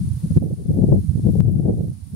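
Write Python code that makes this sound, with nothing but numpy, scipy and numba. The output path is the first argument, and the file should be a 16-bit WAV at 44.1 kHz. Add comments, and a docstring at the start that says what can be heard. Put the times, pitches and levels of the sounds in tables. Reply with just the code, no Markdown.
"""A lumpy wind rumble that roughens as it rises, with hard thumps: gusts in a wood buffet the two
microphone ports of a camera, each port on its own. The hardest thumps overload the recorder, whose
gain ducks and creeps back. Behind it are the high, pulsing shrill of stridulating insects, a faint
hiss of foliage and a few tiny ticks on bark."""
import sys
import numpy as np
from scipy.fft import rfft, irfft, next_fast_len
from scipy.io import wavfile
from scipy.ndimage import uniform_filter1d, map_coordinates
from numba import njit

SR = 44100
rng = np.random.default_rng(int(sys.argv[2]) if len(sys.argv) > 2 else 0)


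def unload_wav(signal):
    """Save mono or channel-first audio to the path in sys.argv[1] as 16-bit WAV at rate SR, clipped to [-1, 1]."""
    wavfile.write(
        sys.argv[1],
        SR,
        np.round(np.clip(np.atleast_2d(signal).T, -1, 1) * 32767).astype(np.int16),
    )


N = 94815

# Wind at the ports. Each row: time in seconds, relative rumble level in dB, relative rough level in dB.
GUSTS = [(0, -21, -76), (.17, -30.5, -75), (.215, -37.5, -63), (.255, -17.5, -32), (.285, -31.5, -62),
         (.345, -24, -59), (.40, -15.5, -48), (.46, -17, -25), (.495, -22, -45), (.515, -11, -32),
         (.55, -28, -54), (.59, -28, -43.5), (.65, -26, -39.5), (.70, -12, -31), (.77, -13, -22.5),
         (.85, -14.5, -28), (.89, -11.5, -28.5), (.935, -7, -15), (.985, -17, -34), (1.04, -21.5, -58),
         (1.12, -19.5, -47.5), (1.21, -20, -45.5), (1.28, -10, -18), (1.33, -15.5, -37), (1.40, -9.5, -30),
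         (1.47, -8.5, -31), (1.64, -14, -26.5), (1.695, -10, -15), (1.755, -17.5, -35), (1.815, -13, -23.5),
         (1.86, -20, -38), (1.90, -15, -42), (1.96, -32, -85), (2.10, -36, -69), (2.15, -20, -43)]
# Side the wind strikes. Each row: time in seconds, lean to the left in dB.
GUST_LEAN = [(0.02, 5), (0.26, -9.5), (0.4, 1.5), (0.41, -6.5), (0.71, 3.5), (0.77, -1.5), (0.83, 7),
             (0.87, 0.5), (0.98, 6), (1.1, -18), (1.25, 7), (1.53, 7), (2.09, -13), (2.15, -2)]
# Hard buffets. Each row: centre in seconds, push level in dB, pitch in Hz, half length in seconds,
# left minus right in dB, puff level in dB. Levels are before panning.
BUFFETS = [(0.06, -21.5, 125, 0.0069, -14, -65), (.115, -17, 105, 0.0087, -16.5, -78),
           (.15, -17, 80, .008, -4, -60), (.175, -19, 130, .008, -7, -56),
           (0.246, -13, 167, 0.0084, 5.5, -44), (.310, -14, 157, 0.0038, 16, -41),
           (0.322, -15, 125, 0.0034, -18, -43.5), (0.365, -13, 173, 0.0039, -1, -24),
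           (0.373, -9.5, 92.6, 0.0097, -14, -25.5), (0.3781, -7, 158.6, 0.0066, 20, -35.5),
           (0.424, -12, 201, 0.0048, -10, -22), (0.511, -16, 114, 0.0089, -5.5, -24.5),
           (0.695, -8, 139, 0.0054, 14, -29), (0.744, -12, 150, 0.0044, 2.5, -22.5),
           (.791, -6, 225, 0.0047, 4.5, -16), (0.82, -3.5, 129.5, 0.0036, 13, -35),
           (.841, -6, 190, 0.0044, 16, -19), (0.902, -8, 146, 0.0082, -1, -22),
           (1.096, -8, 95.4, 0.0057, -18, -53), (1.158, -8, 124, 0.0032, -14.5, -35),
           (1.197, -15.5, 209, 0.0034, 4.5, -28.5), (1.255, -6, 151, 0.0048, 7, -24.5),
           (1.29, -8.5, 175, .007, 8, -19), (1.356, -10.5, 158, 0.0028, 11, -18),
           (1.4061, -4.6, 150.7, 0.0049, 15.5, -38), (1.46, -3, 114.3, 0.0089, 5, -26),
           (1.559, -6, 134.6, 0.0038, 19, -35), (1.6, -6.5, 150, 0.0042, 16, -20),
           (1.685, -7.5, 196, 0.0072, 6.5, -11.5), (1.707, -6.5, 180, 0.0054, -0.5, -15.5),
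           (1.809, -7.5, 148, 0.0076, -6, -23), (1.884, -13.5, 140, 0.0061, 3.5, -32),
           (1.918, -16, 130, .009, 0, -42), (2.035, -22, 83, .012, -11.5, -59)]
# Noise colours of the sources. Each row: frequency in Hz, relative spectral density in dB.
RUMBLE_SPECTRUM = [(20, -15.5), (40, -11), (65, -4.5), (100, 4.5), (150, 1), (205, -3), (260, -14.5),
                   (350, -25), (500, -64), (900, -85)]
ROUGH_SPECTRUM = [(150, -25), (240, -6), (320, -1), (480, -8.5), (600, -19), (750, -23), (1000, -49),
                  (1500, -84)]
RASP_SPECTRUM = [(350, -28.5), (550, 5), (700, 1.5), (900, -6.5), (1150, -36), (1600, -48), (2500, -84)]
SHRILL_SPECTRUM = [(7000, -38.5), (8100, -14), (8600, -5), (8900, -4), (9300, 0), (10100, 0),
                   (10600, -10.5), (11500, -21.5), (13000, -45)]
CHIRP_SPECTRUM = [(9500, -26), (11300, -5.5), (12200, 2.5), (13000, -0.5), (14000, -4), (15700, -11)]
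FOLIAGE_SPECTRUM = [(100, 2), (900, 3), (1500, -2), (2900, -3.5), (4200, 1), (7500, -0.5), (11500, -3),
                    (14000, -7.5), (15700, -9)]
TICK_SPECTRUM = [(500, -10), (1200, -1.5), (2500, -1.5), (4500, -9), (9000, -28.5)]
# Insect chorus. Each entry: pulse rate in Hz.
PULSE_RATES_HZ = [19.2, 30, 67.6]
# Higher insect. Each entry: chirp centre in seconds.
CHIRP_TIMES_S = [.18, .46, .75, 1.02, 1.32, 1.52, 1.831, 2.101]
# Ticks on bark. Each row: start in seconds, level in dB.
BARK_TICKS = [(.311, -58), (1.018, -53.5), (1.448, -56), (1.662, -49)]

RUMBLE_SWING_DB, ROUGH_SWING_DB, EDDIES_PER_S = 2.8, 5.5, 80
RUMBLE_LIFT_DB, ROUGH_LIFT_DB, RASP_LIFT_DB = 1, 0.5, -19.5
RASP_SLOPE, RASP_PIVOT_DB, PUFF_RASP_DB = 1.37, -5, -23.5
PRESSURE_LIMIT, PORT_CUTOFF_HZ = 1.25, 1180
SHRILL_DB, PULSE_SWING_DB = -51.5, 0.98
CHIRP_DB, CHIRP_HALF_S = -60.5, .055
GRAIN_DB, GRAINS_PER_S = 1.58, 220
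SNAP_DB, DUCK_DB, DUCK_S, RECOVER_DB_PER_S = 0.65, 6.5, 0.00067, 4.5
LOW_CUT_HZ, TOP_HZ = 40, 15750


def wind():
    """Eddies hit each port separately, swelling the rumble and, more steeply, its rough upper parts."""
    rumble_db, rough_db = curves(GUSTS)
    lean_db, = curves(GUST_LEAN)
    ports = amp(np.array([lean_db, -lean_db]) / 2)
    ports /= np.sqrt(np.mean(ports ** 2, axis=0))
    eddies = np.array([wobble(EDDIES_PER_S), wobble(EDDIES_PER_S)])
    rumble_db = rumble_db + RUMBLE_SWING_DB * eddies
    rough_db = rough_db + ROUGH_SWING_DB * eddies
    rasp_db = RASP_PIVOT_DB + RASP_SLOPE * (rough_db - RASP_PIVOT_DB)
    rumble = amp(rumble_db + RUMBLE_LIFT_DB) * steady(noise(RUMBLE_SPECTRUM), samples=2200)
    rough = amp(rough_db + ROUGH_LIFT_DB) * steady(noise(ROUGH_SPECTRUM), samples=1100)
    rasp = amp(rasp_db + RASP_LIFT_DB) * noise(RASP_SPECTRUM)
    pressure = ports * (rumble + rough + rasp)
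    pressure /= (1 + (pressure / PRESSURE_LIMIT) ** 4) ** .25  # strong eddies flatten
    return filtered(pressure, lambda hz: 1 / (1 + (hz / PORT_CUTOFF_HZ) ** 6))


def buffeted(eddies):
    """Each hard buffet sweeps the small eddies aside: a brief low push with a rough puff."""
    t = np.arange(N) / SR
    envelopes = np.array([np.exp(-((t - at_s) / half_s) ** 2) for at_s, _, _, half_s, _, _ in BUFFETS])
    puff = steady(noise(ROUGH_SPECTRUM), samples=600) + amp(PUFF_RASP_DB) * noise(RASP_SPECTRUM)
    pressure = eddies * np.prod(1 - envelopes, axis=0)
    for (at_s, push_db, hz, _, lean_db, puff_db), envelope in zip(BUFFETS, envelopes):
        push = amp(push_db) * np.cos(2 * np.pi * hz * (t - at_s))
        ports = amp(np.array([[lean_db], [-lean_db]]) / 2)
        pressure += ports * envelope * (amp(puff_db) * puff - push)
    return pressure


def insect_chorus():
    """Stridulation: a shrill band in quick, grainy pulses."""
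    t = np.arange(N) / SR
    pulses = sum(np.sin(2 * np.pi * hz * t + wobble(1.7)) for hz in PULSE_RATES_HZ)
    level_db = SHRILL_DB + PULSE_SWING_DB * pulses + GRAIN_DB * wobble(GRAINS_PER_S)
    return amp(level_db) * noise(SHRILL_SPECTRUM, correlation=-0.52)


def lisping_insect():
    """A higher insect stridulates in grainy chirps, a few a second."""
    t = np.arange(N) / SR
    chirps = sum(np.exp(-((t - at_s) / CHIRP_HALF_S) ** 2) for at_s in CHIRP_TIMES_S)
    level_db = CHIRP_DB + 2 * GRAIN_DB * wobble(GRAINS_PER_S)
    return amp(level_db) * chirps * noise(CHIRP_SPECTRUM)


def foliage(level_db=-54.5):
    """Far leaves hiss steadily."""
    return amp(level_db) * noise(FOLIAGE_SPECTRUM, correlation=0.13)


def bark_ticks(decay_s=0.0018):
    """Tiny dry ticks, perhaps a woodpecker's claws shifting on the trunk."""
    t = np.arange(N) / SR
    envelope = sum(amp(db) * (t >= at_s) * np.exp(-np.abs(t - at_s) / decay_s) for at_s, db in BARK_TICKS)
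    return envelope * noise(TICK_SPECTRUM, correlation=1.0)


@njit
def overload_gain(peak, snap, duck, slew, recover):
    """At full scale the gain snaps down, slides further, then creeps back."""
    gains, gain, goal = np.ones(len(peak)), 1.0, 1.0
    for i in range(len(peak)):
        if peak[i] * gain > 1:
            if goal > .9 * gain:  # not already sliding down
                goal = min(goal, gain * duck)
            gain = snap / peak[i]
        goal = min(1.0, goal * recover)
        gain += (goal - gain) * slew
        gains[i] = gain
    return gains


def amp(db):
    """Decibels to gain."""
    return 10 ** (np.asarray(db) / 20)


def curves(rows):
    """One value per sample for each column after the time."""
    times_s, *columns = np.transpose(rows)
    return [np.interp(np.arange(N) / SR, times_s, column) for column in columns]


def wobble(knots_per_s):
    """Smooth random curve."""
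    knots = rng.standard_normal(int(N * knots_per_s / SR) + 4)
    return map_coordinates(knots, [np.arange(N) * knots_per_s / SR])


def filtered(x, response):
    """Apply a gain given as a function of Hz."""
    size = next_fast_len(N + 8192)
    return irfft(rfft(x, size) * response(np.fft.rfftfreq(size, 1 / SR)), size)[..., :N]


def noise(spectrum, correlation=0):
    """Stereo noise of rms 1 with the given spectrum and left-right correlation."""
    knots_hz, db = np.transpose(spectrum)
    white = rng.standard_normal((2, N))
    mid, side = filtered(white, lambda hz: amp(np.interp(np.log(hz + 1), np.log(knots_hz), db)))
    angle = np.arccos(correlation) / 2
    stereo = np.cos(angle) * mid + np.sin(angle) * np.array([side, -side])
    return stereo / np.sqrt(np.mean(stereo ** 2) + 1e-20)


def steady(x, samples):
    """Level each channel by its running rms."""
    return x / np.sqrt(np.abs(uniform_filter1d(x ** 2, samples, axis=1)) + 1e-9)


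def scene():
    """Wind on the ports over the quiet wood."""
    return buffeted(wind()) + insect_chorus() + lisping_insect() + foliage() + bark_ticks()


def record(dry):
    """Stereo-linked overload protection, then rumble filter and band limit."""
    peak = np.abs(dry).max(axis=0)
    gain = overload_gain(peak, snap=amp(-SNAP_DB), duck=amp(-DUCK_DB),
                         slew=1 / (DUCK_S * SR), recover=amp(RECOVER_DB_PER_S / SR))
    return filtered(dry * gain, lambda hz: hz ** 4 / (hz ** 4 + LOW_CUT_HZ ** 4) * (hz < TOP_HZ))


dry = scene()
out = record(dry)
unload_wav(out)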